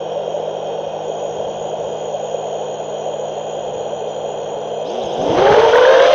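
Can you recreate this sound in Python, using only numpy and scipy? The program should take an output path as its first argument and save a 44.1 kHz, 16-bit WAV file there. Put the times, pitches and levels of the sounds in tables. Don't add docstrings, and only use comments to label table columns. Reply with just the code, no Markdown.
import sys
import numpy as np
from scipy import signal
from scipy.fft import rfft, irfft, next_fast_len
from scipy.io import wavfile
from scipy.ndimage import uniform_filter1d, minimum_filter1d, map_coordinates

SR = 44100
rng = np.random.default_rng(int(sys.argv[2]) if len(sys.argv) > 2 else 0)


def persist_wave(psi):
    counts = np.round(np.clip(psi, -1, 1) * 32767).astype(np.int16)
    wavfile.write(sys.argv[1], SR, np.atleast_2d(counts).T)


N = 271185
TIME = np.arange(N) / SR
BLADES = 3
RMS_TO_PEAK = np.sqrt(2)
THROTTLE_S, THROTTLE_RISE_S = 4.83, 0.032
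LIFT_S, LIFT_HZ = 5.41, 425
CLIMB_M_PER_S = 1.0


def amp(db):
    return 10 ** (np.asarray(db) / 20)


def unit(x):
    return x / np.sqrt(np.mean(x ** 2) + 1e-20)


def gain_at(spectrum, hz):
    f_hz, db = np.transpose(spectrum)
    return amp(np.interp(np.log(hz + 1), np.log(f_hz + 1), db))


def coloured(x, spectrum):
    size = next_fast_len(N + SR // 4)
    f_hz = np.fft.rfftfreq(size, 1 / SR)
    filtered = irfft(rfft(x, size) * gain_at(spectrum, f_hz), size)
    return unit(filtered[:N])


def wander(rate_hz):
    coarse_s = TIME[::64]
    points = rng.standard_normal(4096)
    smooth = map_coordinates(points, [coarse_s * 2 * rate_hz], order=2, mode="wrap")
    return unit(np.interp(TIME, coarse_s, smooth))


def curve(rows):
    return np.interp(TIME, *np.transpose(rows))


def swell(s, length_s):
    return np.exp(-np.log(10) * np.minimum(((TIME - s) / length_s) ** 2, 20))


def near(hz, critical_hz, width_hz):
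    return 1 / np.hypot(1, (hz - critical_hz) / width_hz)


def throttle():
    return np.clip((TIME - THROTTLE_S) / THROTTLE_RISE_S, 0, 1)


def height_m():
    return CLIMB_M_PER_S * np.maximum(TIME - LIFT_S, 0)


# (t/s, blade passing f/Hz)
SPEED_A = [(0, 203), (.08, 205), (.17, 203.2), (.37, 208), (.45, 204.1), (.63, 205.1), (.93, 205.2),
           (1.22, 210.8), (1.4, 207.4), (1.68, 210.5), (1.78, 206.7), (1.95, 211.5), (2.02, 210.1),
           (2.38, 210.3), (2.51, 209.8), (2.75, 210.3), (3.5, 210.7), (4.37, 212), (4.45, 207.3),
           (4.54, 212), (4.67, 212.6), (4.835, 213.2), (4.865, 273.7), (4.9, 334), (4.96, 381.2),
           (5.025, 373.3), (5.06, 344.7), (5.105, 334), (5.15, 359.3), (5.27, 400.1), (5.38, 502),
           (5.46, 554), (5.54, 570.3), (5.62, 614.4), (5.68, 614), (5.75, 569.7), (5.86, 571.8),
           (5.98, 684), (6.15, 690)]
SPEED_B = [(0, 158.7), (1.651, 156.5), (2.9, 151.8), (4.842, 152), (4.875, 179.7), (4.905, 198.7),
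           (4.95, 236.8), (5.0, 237.3), (5.06, 193.2), (5.106, 181.9), (5.2, 256.6), (5.44, 425.2),
           (5.549, 480), (5.7, 484.7), (5.74, 494.6), (5.855, 496.7), (5.885, 529.3), (5.98, 527.6),
           (6.02, 549.8), (6.08, 549.4), (6.15, 572.7)]
SPEED_C = [(0, 108.2), (4.985, 108.9), (5.035, 142.7), (5.15, 150), (5.28, 290.7), (5.38, 366.2),
           (5.45, 402.4), (5.56, 425.3), (5.621, 459.8), (5.69, 443.6), (5.759, 457.4), (5.961, 463),
           (6.01, 494.2), (6.15, 534)]
SPEED_D = [(0, 99.5), (5.05, 99.23), (5.1, 117.8), (5.2, 160.4), (5.3, 199.9), (5.37, 345.3), (5.52, 414.2),
           (5.67, 436.3), (5.74, 470.8), (5.86, 481.6), (6.15, 627)]


def speed(rows, hunt=0.00295, hunt_hz=6):
    return curve(rows) * (1 + hunt * wander(hunt_hz))


# (blade passing f/Hz, level/dB)
BLADE_TONE = [(100, -62.5), (155, -43), (210, -38), (300, -25.5), (370, -23), (430, -19), (520, -15.5),
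              (700, -16.5)]
# (t/s, level/dB)
REACH_A = [(4.8, -7), (5.2, -12), (5.36, -8), (5.47, -1.5), (5.62, -7), (5.75, -6.5), (5.9, -2.5),
           (6.0, -2.5), (6.15, -2)]
REACH_B = [(4.8, 0), (5.0, -1), (5.25, -0.5), (5.42, -3.5), (5.55, 0.5), (5.7, -6), (5.74, 1.5),
           (5.87, 5.5), (6.05, 0), (6.11, -8)]
REACH_C = [(4.8, 2.5), (5.25, -0.5), (5.38, 3), (5.47, 3), (5.65, 4.5), (5.7, 2.5), (5.8, -4.5), (5.95, 1),
           (6.05, 1), (6.13, 2)]
REACH_D = [(4.8, -4), (5.35, 5), (5.5, -2.5), (5.7, -5), (5.9, -8.5), (6.1, -0.5)]


def spin(blade_hz, near_db, idle_jitter=0.0018, air_jitter=0.006, flutter_db=1.0):
    load = np.clip((blade_hz - 200) / 160, 0, 1)
    jitter = (idle_jitter + air_jitter * load) * wander(35)
    shaft_hz = blade_hz / BLADES * (1 + jitter)
    angle = 2 * np.pi * (np.cumsum(shaft_hz) / SR + rng.random())
    tone_db = near_db + 20 * np.log10(gain_at(BLADE_TONE, blade_hz))
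    return angle, shaft_hz, tone_db + flutter_db * load * wander(22)


# (t/s, length/s, relative level/dB)
LOUD_BEATS = [(5.425, 0.0046, -13), (5.451, 0.0036, -13), (5.467, 0.018, -19), (5.482, 0.0033, -14),
              (5.497, 0.0054, -19), (5.516, 0.0039, -12), (5.527, 0.0047, -10), (5.544, 0.0058, -15),
              (5.558, 0.006, -23), (5.582, 0.0071, -13.5), (5.588, 0.012, -27), (5.623, 0.0061, -19),
              (5.638, 0.0031, -21), (5.651, 0.005, -16.5), (5.737, 0.0092, -11.5), (5.759, 0.0084, -12),
              (5.786, 0.0067, -14), (5.816, 0.0047, -12.5), (5.83, 0.0062, -15), (5.84, 0.0073, -17),
              (5.853, 0.0052, -10.5), (5.882, 0.013, -14.5), (5.9, 0.007, -14), (5.912, 0.005, -17),
              (5.925, 0.0055, -13), (5.946, 0.0059, -14), (5.958, 0.01, -14.5), (5.977, 0.006, -13.5),
              (5.993, 0.005, -14.5), (6.008, 0.0097, -13), (6.031, 0.006, -17), (6.054, 0.0094, -16),
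              (6.077, 0.003, -17.5), (6.112, 0.004, -21), (6.132, 0.004, -26), (6.146, 0.005, -12)]


def loud_beats():
    return sum(amp(db) * swell(s, length_s) for s, length_s, db in LOUD_BEATS)


def beating_tones(rotors, beats, between_db=-1.5, push=7, limit_db=-2.0):
    tones = RMS_TO_PEAK * sum(amp(db) * np.exp(1j * BLADES * angle) for angle, _, db in rotors)
    driven = tones * amp(between_db * throttle()) * (1 + push * beats)
    return driven / np.sqrt(np.hypot(1, abs(driven / amp(limit_db)) ** 2))


# (multiple of blade rate, relative level/dB)
OVERTONES = [(2, -13.5), (3, -16.5), (4, -19.5), (5, -28), (6, -28.5), (7, -32)]
# (f/Hz, gain/dB)
FRAME = [(200, 7), (450, 13), (650, 3), (780, 12), (920, 9), (1050, -1.5), (1250, -6), (1420, -12),
         (1550, -8), (1750, -13), (2050, -5), (2400, -3.5), (3200, 6), (4500, 6.5)]


def propeller(angle, shaft_hz, level_db, overtone_db=-0.6, rough=0.42, smear_rad=.22,
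              unloaded_db=-4.0, loaded_hz=400, loading_span_hz=60, uneven_db=-22):
    blade_hz = BLADES * shaft_hz
    bent = BLADES * angle + smear_rad * wander(70)
    bite = amp(unloaded_db * np.clip((loaded_hz - blade_hz) / loading_span_hz, 0, 1))
    overtones = sum(amp(db) * gain_at(FRAME, k * blade_hz) * np.cos(round(k) * bent)
                    for k, db in OVERTONES)
    orders = np.cos(bent + angle) + np.cos(2 * bent - angle) + np.cos(2 * bent + angle)
    between = amp(uneven_db) * throttle() * orders
    level = RMS_TO_PEAK * amp(level_db + overtone_db) * bite * (1 + rough * wander(60))
    return level * (overtones + between)


# (multiple of shaft rate, relative level/dB)
WHINE = [(42, -8.5), (56, -7), (70, -7), (82, -5), (84, 1.5), (85, -6), (98, -9), (126, -14.5)]
# (f/Hz, gain/dB)
ARMS = [(1500, -5.5), (2200, -8), (2800, -4), (3200, -3), (3700, -5), (4250, -11.5), (4650, -23.5),
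        (5100, -5.5), (5900, -5), (6300, -4), (6700, 3), (6920, 9), (7200, -35), (9000, -52),
        (15000, -67.5)]


def motor(angle, shaft_hz, whine_db=-54, load_db=-15, grit=0.4, smear_rad=.22, patchy_db=1.6):
    whine = 0
    for k, db in WHINE:
        unsteady = (1 + grit * wander(40)) * amp(patchy_db * wander(8))
        tone = np.cos(round(k) * angle + smear_rad * wander(70))
        whine = whine + amp(db) * unsteady * gain_at(ARMS, k * shaft_hz) * tone
    return RMS_TO_PEAK * amp(whine_db + load_db * np.sqrt(throttle())) * whine


# (t/s, length/s, rotor letter, multiple of shaft rate, level/dB)
SURGES = [(4.865, 0.02, "A", 42, -45), (4.885, .04, "B", 84, -52), (4.899, 0.018, "A", 42, -51),
          (4.91, .02, "A", 56, -45), (4.99, 0.037, "A", 42, -56), (5.022, 0.027, "C", 84, -43),
          (5.055, .03, "A", 56, -44), (5.101, .06, "B", 84, -56), (5.103, 0.047, "D", 84, -38.5),
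          (5.139, .02, "A", 56, -45), (5.222, .015, "C", 84, -40.5)]


def chirps(angles, smear_rad=.6, grit=.4):
    shaft = dict(zip("ABCD", angles))
    blur = smear_rad * wander(150)
    ripple = sum(amp(db) * swell(s, length_s) * np.cos(round(k) * shaft[rotor] + blur)
                 for s, length_s, rotor, k, db in SURGES)
    return RMS_TO_PEAK * (1 + grit * wander(120)) * ripple


# (multiple of shaft rate, relative level/dB)
SQUEAL = [(92, -16.5), (94, 5), (95, 3.5), (97, -5), (98, -7)]


def squeal(angle, blade_hz, squeal_db=-47, critical_hz=210, width_hz=1.5, waver_db=2.3):
    lines = sum(amp(db) * np.cos(round(k) * angle) for k, db in SQUEAL)
    resonance = near(blade_hz, critical_hz, width_hz)
    return amp(squeal_db) * resonance * (1 - throttle()) * unit(lines * amp(waver_db * wander(35)))


def once_a_turn(angles, width_turns):
    return sum(np.exp(-(a / (2 * np.pi) % 1) / width_turns) for a in angles)


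# (f/Hz, relative level/dB)
BEARINGS = [(1500, -43.5), (2230, -46.5), (2500, 0.5), (2700, -15), (3200, 4), (3600, -9), (4000, -16.5),
            (4350, -26), (4570, -48.5), (4950, -22), (5400, -33), (6200, -16), (6850, -11.5), (7200, -51),
            (8200, -38), (10000, -60.5), (15000, -77)]


def bearings(angles, hiss_db=-45.0, ring_hz=3207, ring_db=-47.5, ring_spread=0.084):
    pulse = .5 + once_a_turn(angles, width_turns=1.0)
    hiss = coloured(pulse * rng.standard_normal(N), BEARINGS)
    sway = 1 + ring_spread * (wander(35) + 1j * wander(35))
    ring = unit((sway * np.exp(2j * np.pi * ring_hz * TIME)).real)
    return amp(hiss_db) * hiss + amp(ring_db) * ring


# (f/Hz, relative level/dB)
RATTLE = [(150, -34), (240, -36.5), (300, -20), (400, -6.5), (480, 1), (590, -0.5), (720, -3), (900, -12),
          (1050, -20), (1250, -29.5), (1500, -27), (1900, -37), (2300, -41), (4000, -83)]


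def rattle(angles, effort_oct, chatter=3.2, regular=0.34, idle_db=-24.0, flight_db=-21, play=2.0,
           skid_db=4.0, skid_s=5.27, skid_length_s=0.19):
    looseness = chatter + once_a_turn(angles, width_turns=0.65)
    loose = coloured(looseness * rng.standard_normal(N), RATTLE)
    pushes = coloured(np.diff(once_a_turn(angles, width_turns=0.37), prepend=0), RATTLE)
    shake = unit(loose + regular * pushes)
    power = uniform_filter1d(uniform_filter1d(shake ** 2, size=180), size=120)
    limited = unit(shake / np.sqrt(np.hypot(1, power / play ** 2)))
    driven = np.clip(1 + effort_oct / 1.94, 0, 1)
    level_db = (1 - driven) * idle_db + driven * flight_db + skid_db * swell(skid_s, skid_length_s)
    return amp(level_db) * limited


# (t/s, length/s, f/Hz, relative level/dB)
RATTLE_PEAKS = [(0.066, 0.0031, 614, -14), (0.17, 0.015, 572, -12.5), (0.201, 0.0066, 578, -11),
                (0.281, 0.004, 575, -7.5), (0.351, 0.018, 590, -12), (0.377, 0.0032, 550, -9),
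                (0.401, 0.0026, 530, -10), (0.436, 0.0051, 534, -11.5), (0.481, 0.0065, 580, -10.5),
                (0.793, 0.011, 560, -13.0), (0.871, 0.0043, 549, -13.5), (1.101, 0.0042, 536, -8.5),
                (1.231, 0.0061, 594, -13.0), (1.253, 0.0074, 577, -9), (1.404, 0.0042, 588, -10.5),
                (1.652, 0.0074, 580, -12.5), (1.743, 0.0058, 620, -13.0), (2.148, 0.016, 577, -11),
                (2.348, 0.0053, 548, -8), (3.064, 0.0048, 570, -9.5), (3.093, 0.0073, 573.4, -10),
                (3.935, 0.0061, 579, -11.5), (4.044, 0.0035, 605, -12), (4.725, 0.0047, 517.5, -12.5),
                (5.014, 0.01, 551, -12), (5.07, 0.0077, 520, -13)]


def with_rattle_peaks(chatter, peak_db=-2.0, dip=0.34):
    tones, held = 0, 0
    for s, length_s, hz, db in RATTLE_PEAKS:
        shape = swell(s, length_s)
        tone = np.cos(2 * np.pi * (hz * (TIME - s) + rng.random()))
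        tones = tones + amp(db + peak_db) * shape * tone
        held = held + shape
    return tones + chatter * np.clip(1 - dip * held, 0, 1)


# (f/Hz, relative level/dB)
OVERLOAD = [(700, -45), (1200, -11.5), (1500, -1), (1750, 2), (2300, -8), (3200, -22), (4500, -8),
            (6500, -38), (8000, -56), (15000, -87)]


def overload(tones, beats, overload_db=-2.5, grit=0.72, grain=1.5):
    phase = np.angle(tones)
    gritty = grit * np.exp(grain * (np.cos(phase) - 1)) * rng.standard_normal(N)
    rasp = coloured(throttle() * (np.cos(3 * phase) + 2 * gritty), OVERLOAD)
    return amp(overload_db) * beats * rasp / np.std(rasp[TIME > LIFT_S])


# (f/Hz, relative level/dB)
WASH = [(100, -17.5), (250, -15), (400, -1), (600, 7), (800, -7), (1200, -4.5), (1600, -10), (2300, -14),
        (3200, -24.5), (4200, -22), (7000, -62), (15000, -92)]
SWISH = [(1500, -32.5), (2600, -1), (3200, 8), (3800, -4), (4300, -14.5), (5000, -7), (5500, -8),
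         (6200, -4.5), (6700, -16), (7300, -26), (8500, -32.5), (10000, -45), (15000, -65.5)]


def downwash(angles, effort_oct, wash_db=-19, wash_db_per_octave=30, wash_fade_db_per_m=21,
             swish_db=-31.0, swish_db_per_octave=7.5, chop=0.19, eddy_db=2.5, ragged_db=0.97):
    chopped = 1 + chop * sum(np.cos(BLADES * a) for a in angles)
    roar_db = wash_db + wash_db_per_octave * effort_oct - wash_fade_db_per_m * height_m()
    wash = amp(roar_db + eddy_db * wander(45))
    swish = amp(swish_db + swish_db_per_octave * effort_oct + ragged_db * wander(90))
    low = wash * coloured(chopped * rng.standard_normal(N), WASH)
    high = swish * coloured(chopped * rng.standard_normal(N), SWISH)
    return throttle() * (low + high)


# (f/Hz, relative level/dB)
BUFFET = [(15, -24), (30, -8), (60, 0.5), (110, 5), (190, 5), (300, -2.5), (800, -67)]
# (t/s, level/dB)
BREEZE = [(0, -60.5), (1.7, -45.5), (2.5, -56), (3.25, -59), (3.8, -48), (4.8, -53.5)]
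# (t/s, level/dB)
PUFFS = [(5.055, -36), (5.211, -30), (5.305, -25.5), (5.385, -23.5), (5.52, -22.5)]


def wind(effort_oct, gust_db=3, gust_hz=7, blast_db=-31, blast_db_per_octave=19,
         blast_fade_db_per_m=44, puff_s=0.021):
    breeze = amp(curve(BREEZE) + gust_db * wander(gust_hz))
    thrown_db = blast_db + blast_db_per_octave * effort_oct - blast_fade_db_per_m * height_m()
    blast = throttle() * amp(thrown_db)
    puffs = sum(amp(db) * np.exp(-((TIME - s) / puff_s) ** 2) for s, db in PUFFS)
    strength = np.sqrt(breeze ** 2 + blast ** 2 + puffs ** 2)
    return strength * coloured(rng.standard_normal(N), BUFFET)


def clicks(rows, click_db, decay_s=0.00005):
    spikes = np.zeros(N)
    for s, db in rows:
        spikes[round(s * SR)] = amp(db + click_db)
    return signal.lfilter([1], [1, -np.exp(-1 / (decay_s * SR))], spikes)


# (t/s, relative level/dB)
CRACKLES = [(5.5144, -43), (5.6231, -41), (5.7543, -43), (5.7644, -39), (5.7684, -40), (5.7848, -53),
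            (5.8142, -39), (5.882, -43), (5.914, -42.5), (5.9743, -49), (6.0107, -40), (6.0317, -49)]


def crackle(spray_db=-5, spray_s=0.022, per_s=700):
    size = sum(amp(db + spray_db) * swell(s, spray_s) for s, db in CRACKLES)
    spray = size * (rng.random(N) < per_s / SR) * rng.standard_normal(N)
    return clicks(CRACKLES, click_db=16.5) + np.diff(spray, prepend=0)


# (t/s, relative level/dB)
TICKS = [(1.244, -49), (2.245, -49), (4.2442, -63), (5.2445, -58)]


def ticks():
    return clicks(TICKS, click_db=10)


def scene():
    speeds = [speed(rows) for rows in (SPEED_A, SPEED_B, SPEED_C, SPEED_D)]
    reaches = (REACH_A, REACH_B, REACH_C, REACH_D)
    effort_oct = np.log2(np.mean(speeds, axis=0) / LIFT_HZ)
    rotors = [spin(hz, curve(reach)) for hz, reach in zip(speeds, reaches)]
    angles = [angle for angle, _, _ in rotors]
    beats = loud_beats()
    tones = beating_tones(rotors, beats)
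    blades = tones.real + sum(propeller(*rotor) for rotor in rotors)
    motors = sum(motor(angle, hz) for angle, hz, _ in rotors) + chirps(angles)
    motors = motors + squeal(angles[0], curve(SPEED_A)) + bearings(angles)
    frame = with_rattle_peaks(rattle(angles, effort_oct))
    air = downwash(angles, effort_oct) + wind(effort_oct)
    microphone = overload(tones, beats) + crackle()
    return (blades + motors + frame + air + microphone + ticks())[None]


def record(dry, ceiling=.95, fade_in_s=.004, edge_hz=15800):
    dry = dry * np.sin(np.pi / 2 * np.minimum(TIME / fade_in_s, 1)) ** 2
    room = minimum_filter1d(np.minimum(1, ceiling / (abs(dry) + 1e-9)), size=161)
    held = dry * uniform_filter1d(uniform_filter1d(room, size=101), size=61)
    lowpass = signal.firwin(511, edge_hz, window=("kaiser", 9), fs=SR)
    return signal.oaconvolve(held, lowpass[None], "same")


dry = scene()
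out = record(dry)
persist_wave(out)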